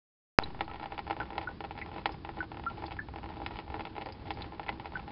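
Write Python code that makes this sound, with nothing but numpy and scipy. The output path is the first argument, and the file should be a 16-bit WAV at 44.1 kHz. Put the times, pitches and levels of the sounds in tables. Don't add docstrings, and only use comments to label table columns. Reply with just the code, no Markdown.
import sys
import numpy as np
from scipy import signal
from scipy.fft import rfft, irfft
from scipy.io import wavfile
from scipy.ndimage import uniform_filter1d

SR = 44100
rng = np.random.default_rng(int(sys.argv[2]) if len(sys.argv) > 2 else 0)


def generate_wav(sig):
    pcm = np.round(np.clip(np.atleast_2d(sig).T, -1, 1) * 32767).astype(np.int16)
    wavfile.write(sys.argv[1], SR, pcm)


def voltage_ratio(decibels):
    exponent = np.asarray(decibels, float) / 20
    return 10 ** exponent


N = 225510
ON_S = 0.388231

# f/Hz, density/dB
GARAGE_SPECTRUM = [(12, -45), (20, -3.5), (70, 5), (243, -2), (331, -2), (582, -16), (810, -15),
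                   (1130, -14.5), (1330, -21.5), (1610, -20), (1890, -24), (4860, -27), (5600, -31.5),
                   (7280, -75.5), (12300, -120)]
# t/s, level/dB
TRAFFIC_LEVEL = [(.45, -49), (.9, -53), (1.3, -41.5), (1.7, -52), (2.0, -46), (2.4, -50), (2.55, -45),
                 (3.1, -44.5), (3.4, -52), (3.7, -47), (4.3, -55), (4.6, -44), (5.1, -54)]
# f/Hz, level/dB, t60/s, polarity at microphone/+-1
PAN_MODES = [(321, -10.3, 0.058, -1), (329, -11.1, 0.15, 1), (427, -10.2, 0.048, 1),
             (469, -14.7, 0.062, -1), (539, -20.2, 0.124, 1), (631, -15.5, 0.046, 1), (687, -22.8, 0.09, 1),
             (763, -9.4, 0.054, 1), (825, 0.0, 0.025, -1), (919, -6.4, 0.024, -1), (1044, -13.2, 0.051, 1),
             (1134, -26.6, 0.071, -1), (1300, -14.5, 0.039, -1), (1450, -10.4, 0.014, 1),
             (1776, -11.8, 0.016, 1), (1910, -16.3, 0.044, -1), (2095, -15.4, 0.027, -1),
             (2242, -13.4, 0.013, 1), (2334, -25.2, 0.035, 1), (2561, -14.0, 0.015, 1),
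             (2769, -20.9, 0.013, 1), (3004, -21.6, 0.018, -1), (3262, -27.0, 0.026, -1),
             (3437, -20.8, 0.02, -1), (3790, -34.7, 0.042, -1), (4011, -38.5, 0.035, -1),
             (4400, -41.6, 0.035, -1), (4741, -43.8, 0.05, 1), (5072, -40.3, 0.058, 1)]
# t/s, share/0-1 (clipped)
STREAM_ASIDE = [(.4, -0.83), (1.5, 0.27), (2.5, -0.13), (3.6, 0.25), (3.85, 0.15), (4.3, 2), (4.55, -0.9),
                (5.1, -4)]
# f/Hz, level/dB
RIM_COLOUR = [(330, -1.5), (550, 5.5), (700, 1.5), (900, -2), (1400, -5), (2100, -0.5), (3000, -3.5),
              (4500, -0.5)]
# t/s, level/dB, hardness/dB per octave
LARGE_DROPS = [(.608, -21, 2.5), (0.8395, -32.5, -.5), (0.9213, -29, -1.5), (.9788, -30, 2), (.9909, -30, 3.5),
               (1.0995, -27.5, -1), (1.1084, -24.5, 2.5), (1.166, -31.5, -2.5), (1.201, -26.5, 0),
               (1.2142, -31.5, -2.5), (1.3801, -22, 1.5), (1.6057, -29.5, 1), (1.6401, -31.5, -0.5),
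               (1.6475, -32, 1), (1.982, -31, -1), (2.0573, -18, 4), (2.0923, -31, -1.5), (2.2487, -32, 1),
               (2.2905, -30, -0.5), (2.8394, -30.5, -3.5), (3.4174, -32, -3), (3.4625, -28, 5.5),
               (3.5885, -30, 2), (3.7418, -28.5, -1), (3.7944, -29.5, -1), (3.8071, -31, 2.5),
               (3.9807, -28.5, -1), (4.3056, -25.5, 3.5), (4.596, -28, -1.5), (4.6914, -24.5, 2.5),
               (.397, -33.5, -1), (0.425, -32, -1), (.7135, -32.5, -0.5), (0.8582, -34, 0.5),
              (1.077, -34, 0), (1.1282, -33, 1.5), (1.3043, -33.5, 0), (1.354, -33.5, -2), (1.4135, -34, 2),
              (1.4892, -33.5, -3), (1.709, -32.5, 0.5), (1.9616, -32.5, -2.5), (2.3701, -33.5, -4.5),
              (2.3807, -35, -8), (2.428, -33, -1.5), (2.5172, -33.5, -.5), (2.5704, -34, 0),
              (2.8222, -33.5, -1.5), (2.918, -32.5, -1), (3.1595, -32.5, -0.5), (3.5082, -34.5, -1.5),
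              (3.7648, -36, -6), (3.8523, -32.5, 3), (3.9647, -33.5, 1.5), (4.0196, -33, 3.5),
              (4.0599, -33, -0.5), (4.0678, -31.5, -2), (4.7978, -36, 2), (4.857, -33.5, 2.5),
              (5.0782, -36, -1)]
# t/s, level/dB, hardness/dB per octave
SMALL_DROPS = [(0.4183, -35.5, -4.5), (0.679, -36.5, 1), (.7362, -39.5, 1.5), (0.7435, -35.5, -1),
               (.7577, -37, 2), (0.7975, -35.5, 2), (.8295, -35, 1.5), (1.0673, -36, -1),
               (1.2307, -36.5, -0.5), (1.3216, -35.5, -5), (1.3306, -35.5, 0.5), (1.3634, -38, -6),
               (1.4338, -40.5, 0), (1.777, -35, 4), (3.086, -37, -.5), (3.138, -37, -2), (3.1851, -36, -1),
               (3.2309, -36.5, 0), (3.259, -35.5, -0.5), (3.2896, -36.5, -0.5), (3.4011, -35.5, -3.5),
               (3.7011, -35, 0), (3.7512, -41, -6), (3.87, -34, -1), (4.0122, -33.5, 2.5),
               (4.3722, -34.5, 1), (4.4085, -34.5, 1), (4.5215, -37.5, -1.5), (4.9355, -38.5, -3.5),
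               (4.9706, -36.5, 1.5),
               (0.4577, -39.5, 0), (0.5465, -36, -1), (0.5915, -40, 2), (0.8237, -41, 3), (1.2546, -42, 2.5),
         (1.788, -34, 3), (1.8607, -38, 1.5), (1.9428, -43, 1), (2.1424, -40, 0), (2.544, -38, 0),
         (2.5962, -37, 1), (2.6373, -38, 1.5), (2.6991, -40.5, 4), (2.713, -37.5, -3), (2.8808, -36.5, -1),
         (2.909, -37.5, 3.5), (2.9234, -45, 9.5), (2.9667, -39.5, 2), (3.3683, -36.5, -1.5),
         (3.5575, -37.5, 2), (3.7203, -38.5, -3), (4.088, -37, 1.5), (4.2822, -41, .5), (4.3155, -37, 0),
         (4.4427, -38.5, 1.5), (4.5333, -38.5, -3), (4.6311, -43.5, 5.5), (4.664, -36.5, 1.5),
         (4.9209, -37, 0), (5.1049, -39, 1.5)]
# t/s, level/dB
SPECKS = [(0.411, -45), (.4712, -42), (.504, -42.5), (0.6999, -40), (.8106, -39), (.9029, -46),
          (.9444, -41), (1.189, -41.5), (1.443, -37.5), (1.5119, -41.5), (1.7527, -42), (1.9157, -38.5),
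          (2.1075, -40), (2.6577, -38), (2.7053, -41.5), (2.7727, -44), (3.2407, -35.5), (3.3038, -42),
          (3.3179, -43), (3.3586, -43), (3.6789, -39), (3.953, -38), (4.1012, -41.5), (4.2559, -41.5),
          (4.2714, -44), (4.387, -37), (4.7255, -40), (4.8457, -41), (4.9506, -42), (4.993, -39.5)]
# t/s, level/dB
SPRAY_FLOW = [(.47, -50.5), (.53, -67), (.56, -50), (1.0, -50), (1.04, -61.5), (1.42, -44), (1.56, -64),
              (1.8, -48), (1.97, -47), (2.2, -61), (2.4, -46), (2.5, -69), (2.8, -45), (3.05, -65),
              (3.32, -47.5), (4.04, -50.5), (4.18, -43), (4.4, -49)]
# f/Hz, width/Hz, level re drop/dB, t60/s
SPLASH_BANDS = [
    (2590, 2440, -22, 0.035),
    (4300, 1300, -29.5, 0.023),
]
# t/s, peak/dB, f/Hz, rise/share per 10 ms, life until burst/s
SINGING_BUBBLES = [(0.694, -42, 1280, .01, 0.01), (1.2049, -28, 1477, 0.025, .009),
                   (1.2152, -39, 1433, -.04, 0.013), (1.4732, -28.5, 1424, 0.045, 0.015),
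                   (1.819, -38.5, 2010, 0.012, .0066), (2.4048, -25, 1503, -0.0011, .014),
                   (2.6642, -27, 1315, 0.038, .022), (2.9894, -29, 1700, -0.0038, .006),
                   (3, -39.5, 1500, 0.0042, .006), (3.008, -47, 1743, .003, .06),
                   (4.6875, -33.5, 2018, 0.017, 0.01), (4.955, -27, 1522, -0.011, 0.015)]
# t/s, peak/dB, f/Hz, fade by 60 dB/cycles
TICKING_BUBBLES = [(.4357, -31, 3970, 63), (.645, -49.5, 4300, 30), (1.815, -31, 2300, 9),
                   (2.04, -55, 2430, 32), (2.1205, -39, 5300, 43), (2.865, -40, 4560, 42),
                   (2.862, -42.5, 3490, 30), (2.856, -46.5, 5070, 31), (3.569, -40, 3000, 43),
                   (4.0575, -44, 4700, 28), (4.123, -39, 4920, 34), (4.338, -45, 4870, 33),
                   (4.4205, -30, 3800, 12), (4.4265, -53, 3550, 46), (4.6835, -31, 2300, 8)]
# f/Hz, width/Hz, level/dB, t60/s
UNDERBODY_BANDS = [
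    (930, 1220, -4, 0.079),
    (2300, 1200, 0, 0.056),
    (4230, 2600, 0, 0.03),
]


def band(x, hz, width_hz):
    edges_hz = np.clip([hz - width_hz / 2, hz + width_hz / 2], 20, SR / 2.2)
    return signal.sosfilt(signal.butter(2, edges_hz, "band", fs=SR, output="sos"), x)


def over_log_hz(hz, table):
    table_hz, table_db = np.transpose(table)
    return np.interp(np.log(hz), np.log(table_hz), table_db)


def fade60(t_s, t60_s):
    return np.exp(-np.log(1000) * t_s / t60_s)


def wander(samples):
    drift = uniform_filter1d(uniform_filter1d(rng.standard_normal(N), samples), samples)
    return drift / drift.std()


def train(s, gain):
    return np.bincount(np.clip((s * SR).round().astype(int), 0, N - 1), gain, N)


def ring(kick, hz, t60_s):
    pole = np.exp(2j * np.pi * hz / SR) * fade60(1 / SR, t60_s)
    return signal.lfilter([0, pole.imag], [1, -2 * pole.real, abs(pole) ** 2], kick)


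def switch_on(dry):
    pop_level, pop_samples = 0.86, 12.5
    settle_level, settle_s = -0.0115, 0.21
    since = np.arange(N) - round(ON_S * SR)
    pop = pop_level * (since >= 0) * np.clip(pop_samples - since, 0, 1)
    settling = settle_level * np.exp(-since / SR / settle_s)
    return (dry + settling) * (since > pop_samples) + pop


def garage():
    level_db, swell_db = -48.5, 1.5
    hz = np.maximum(np.arange(N // 2 + 1) * SR / N, 1)
    colour = voltage_ratio(over_log_hz(hz, GARAGE_SPECTRUM))
    noise = irfft(rfft(rng.standard_normal(N)) * colour, N)
    return noise / noise.std() * voltage_ratio(level_db + swell_db * wander(3000))


def traffic():
    level_db, lump_db = -5.5, 1.5
    rumble = band(rng.standard_normal(N), 75.2, 44)
    passing_db = np.interp(np.arange(N) / SR, *np.transpose(TRAFFIC_LEVEL))
    return rumble / rumble.std() * voltage_ratio(passing_db + level_db + lump_db * wander(2500))


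def counted_drops():
    large = np.array(LARGE_DROPS).T
    small = np.array(SMALL_DROPS).T
    specks = np.array(SPECKS).T
    speck_hard_db = 1.1 * rng.standard_normal(specks.shape[1])
    lag, size, hardness = rng.random((large.shape[1], 3)).T
    satellite_s = large[0] + 0.0065 + 0.012 * lag
    satellite_db = -47.5 + 4.5 * (2 * size - 1)
    satellites = [satellite_s, satellite_db, 6 * hardness - 3]
    return np.hstack([large, small, np.vstack([specks, speck_hard_db]), satellites])


def spray(drop_s):
    rate_hz, level_db, spread_db = 420, -4.5, 2.5
    thins_db_per_s, thinnest_db = 148.5, -7.5
    hard_db, hard_range_db = -0.5, 3
    when, size, hardness = rng.random((int(rate_hz * N / SR), 3)).T
    s = when * N / SR
    drop_s = np.sort(drop_s)
    since_s = s - drop_s[np.clip(np.searchsorted(drop_s, s) - 1, 0, None)]
    thin_db = np.clip(-thins_db_per_s * since_s, thinnest_db, 0)
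    flow_db = np.interp(s, *np.transpose(SPRAY_FLOW))
    size_db = flow_db + thin_db + level_db - spread_db * np.log(1 - size)
    return s, size_db, hard_db + hard_range_db * (2 * hardness - 1)


def patter(s, db, hard_db):
    spot_scatter_db = 1.77
    aside = np.clip(np.interp(s, *np.transpose(STREAM_ASIDE)), 0, 1)
    out = 0
    for hz, mode_db, t60_s, side in PAN_MODES:
        rim_db = aside * over_log_hz(hz, RIM_COLOUR)
        spot_db = spot_scatter_db * rng.standard_normal(len(s))
        kick = train(s, voltage_ratio(db + mode_db + rim_db + spot_db + hard_db * np.log2(hz / 900)))
        out = out + side * ring(kick, hz, t60_s)
    return out


def splash(s, db, hard_db):
    out = 0
    for hz, width_hz, under_db, t60_s in SPLASH_BANDS:
        kick = train(s, voltage_ratio(db + under_db + hard_db * np.log2(hz / 900)))
        fade = signal.lfilter([1], [1, -fade60(1 / SR, t60_s)], kick)
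        hiss = band(rng.standard_normal(N), hz, width_hz)
        out = out + fade * hiss / hiss.std()
    return out


def trapped_bubbles():
    plink_cycles = 160
    remnant_db, remnant_life_s = -20, 0.04
    tick_sag, tick_life_s = -0.034, 0.015
    found = []
    for s, db, hz, rise, life_s in SINGING_BUBBLES:
        t60_s = plink_cycles / hz
        found.append((s, db, hz, t60_s, rise, life_s))
        found.append((s + life_s, db + remnant_db, hz * (1 + rise), t60_s, 0, remnant_life_s))
    for s, db, hz, cycles in TICKING_BUBBLES:
        found.append((s, db, hz, cycles / hz, tick_sag, tick_life_s))
    return found


def bubbles():
    direct_db, attack_cycles, burst_s = 5.5, 0.48, 0.0021
    t = np.arange(6000) / SR
    out = np.zeros(N + len(t))
    for s, db, hz, t60_s, rise, life_s in trapped_bubbles():
        fade = fade60(t, t60_s) * np.exp(-np.maximum(t - life_s, 0) / burst_s)
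        attack = 1 - np.exp(-t * hz / attack_cycles)
        glide = 1 + 50 * rise * t
        tone = np.sin(2 * np.pi * hz * t * glide) * fade * attack
        coloured = 0
        for mode_hz, mode_db, mode_t60_s, side in PAN_MODES:
            coloured = coloured + side * voltage_ratio(mode_db) * ring(tone, mode_hz, mode_t60_s)
        heard = coloured / abs(coloured).max() + voltage_ratio(direct_db) * tone
        start = int(s * SR)
        out[start:start + len(t)] += voltage_ratio(db) * heard / abs(heard).max()
    return out[:N]


def underbody(x):
    level_db, first_echo_s = 0.5, 0.002
    t = np.arange(8000) / SR
    scatter = rng.standard_normal(len(t)) * rng.random(len(t)) ** 2 * (t > first_echo_s)
    echoes = 0
    for hz, width_hz, db, t60_s in UNDERBODY_BANDS:
        tail = scatter * fade60(t, t60_s)
        echoes = echoes + voltage_ratio(db) * band(tail / np.linalg.norm(tail), hz, width_hz)
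    return voltage_ratio(level_db) * signal.fftconvolve(x, echoes)[:N]


def low_rate(live):
    top_hz, leak_db, pop_leak_db = 5310, -42, -20
    guarded = signal.sosfilt(signal.butter(2, 7500, fs=SR, output="sos"), live)
    taps = signal.firwin(129, top_hz, window=("kaiser", 5.0), fs=SR)
    padded = np.pad(guarded, ((0, 0), (64, 64)), "reflect")
    narrow = signal.fftconvolve(padded, taps[None], "valid")
    near_pop = abs(np.arange(N) - round(ON_S * SR)) < 40
    return narrow + voltage_ratio(np.where(near_pop, pop_leak_db, leak_db)) * guarded


def scene():
    drop_echo_db = -8.5
    counted = counted_drops()
    hits = [np.concatenate(pair) for pair in zip(counted, spray(counted[0]))]
    drops = patter(*hits) + splash(*hits)
    plinks = bubbles()
    echoes = underbody(plinks + voltage_ratio(drop_echo_db) * drops)
    return (drops + plinks + echoes + garage() + traffic())[None]


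def roll_off(x):
    return signal.sosfilt(signal.butter(12, 15700, fs=SR, output="sos"), x)


def record(dry):
    mix = low_rate(switch_on(dry))
    return roll_off(mix)


dry = scene()
out = record(dry)
generate_wav(out)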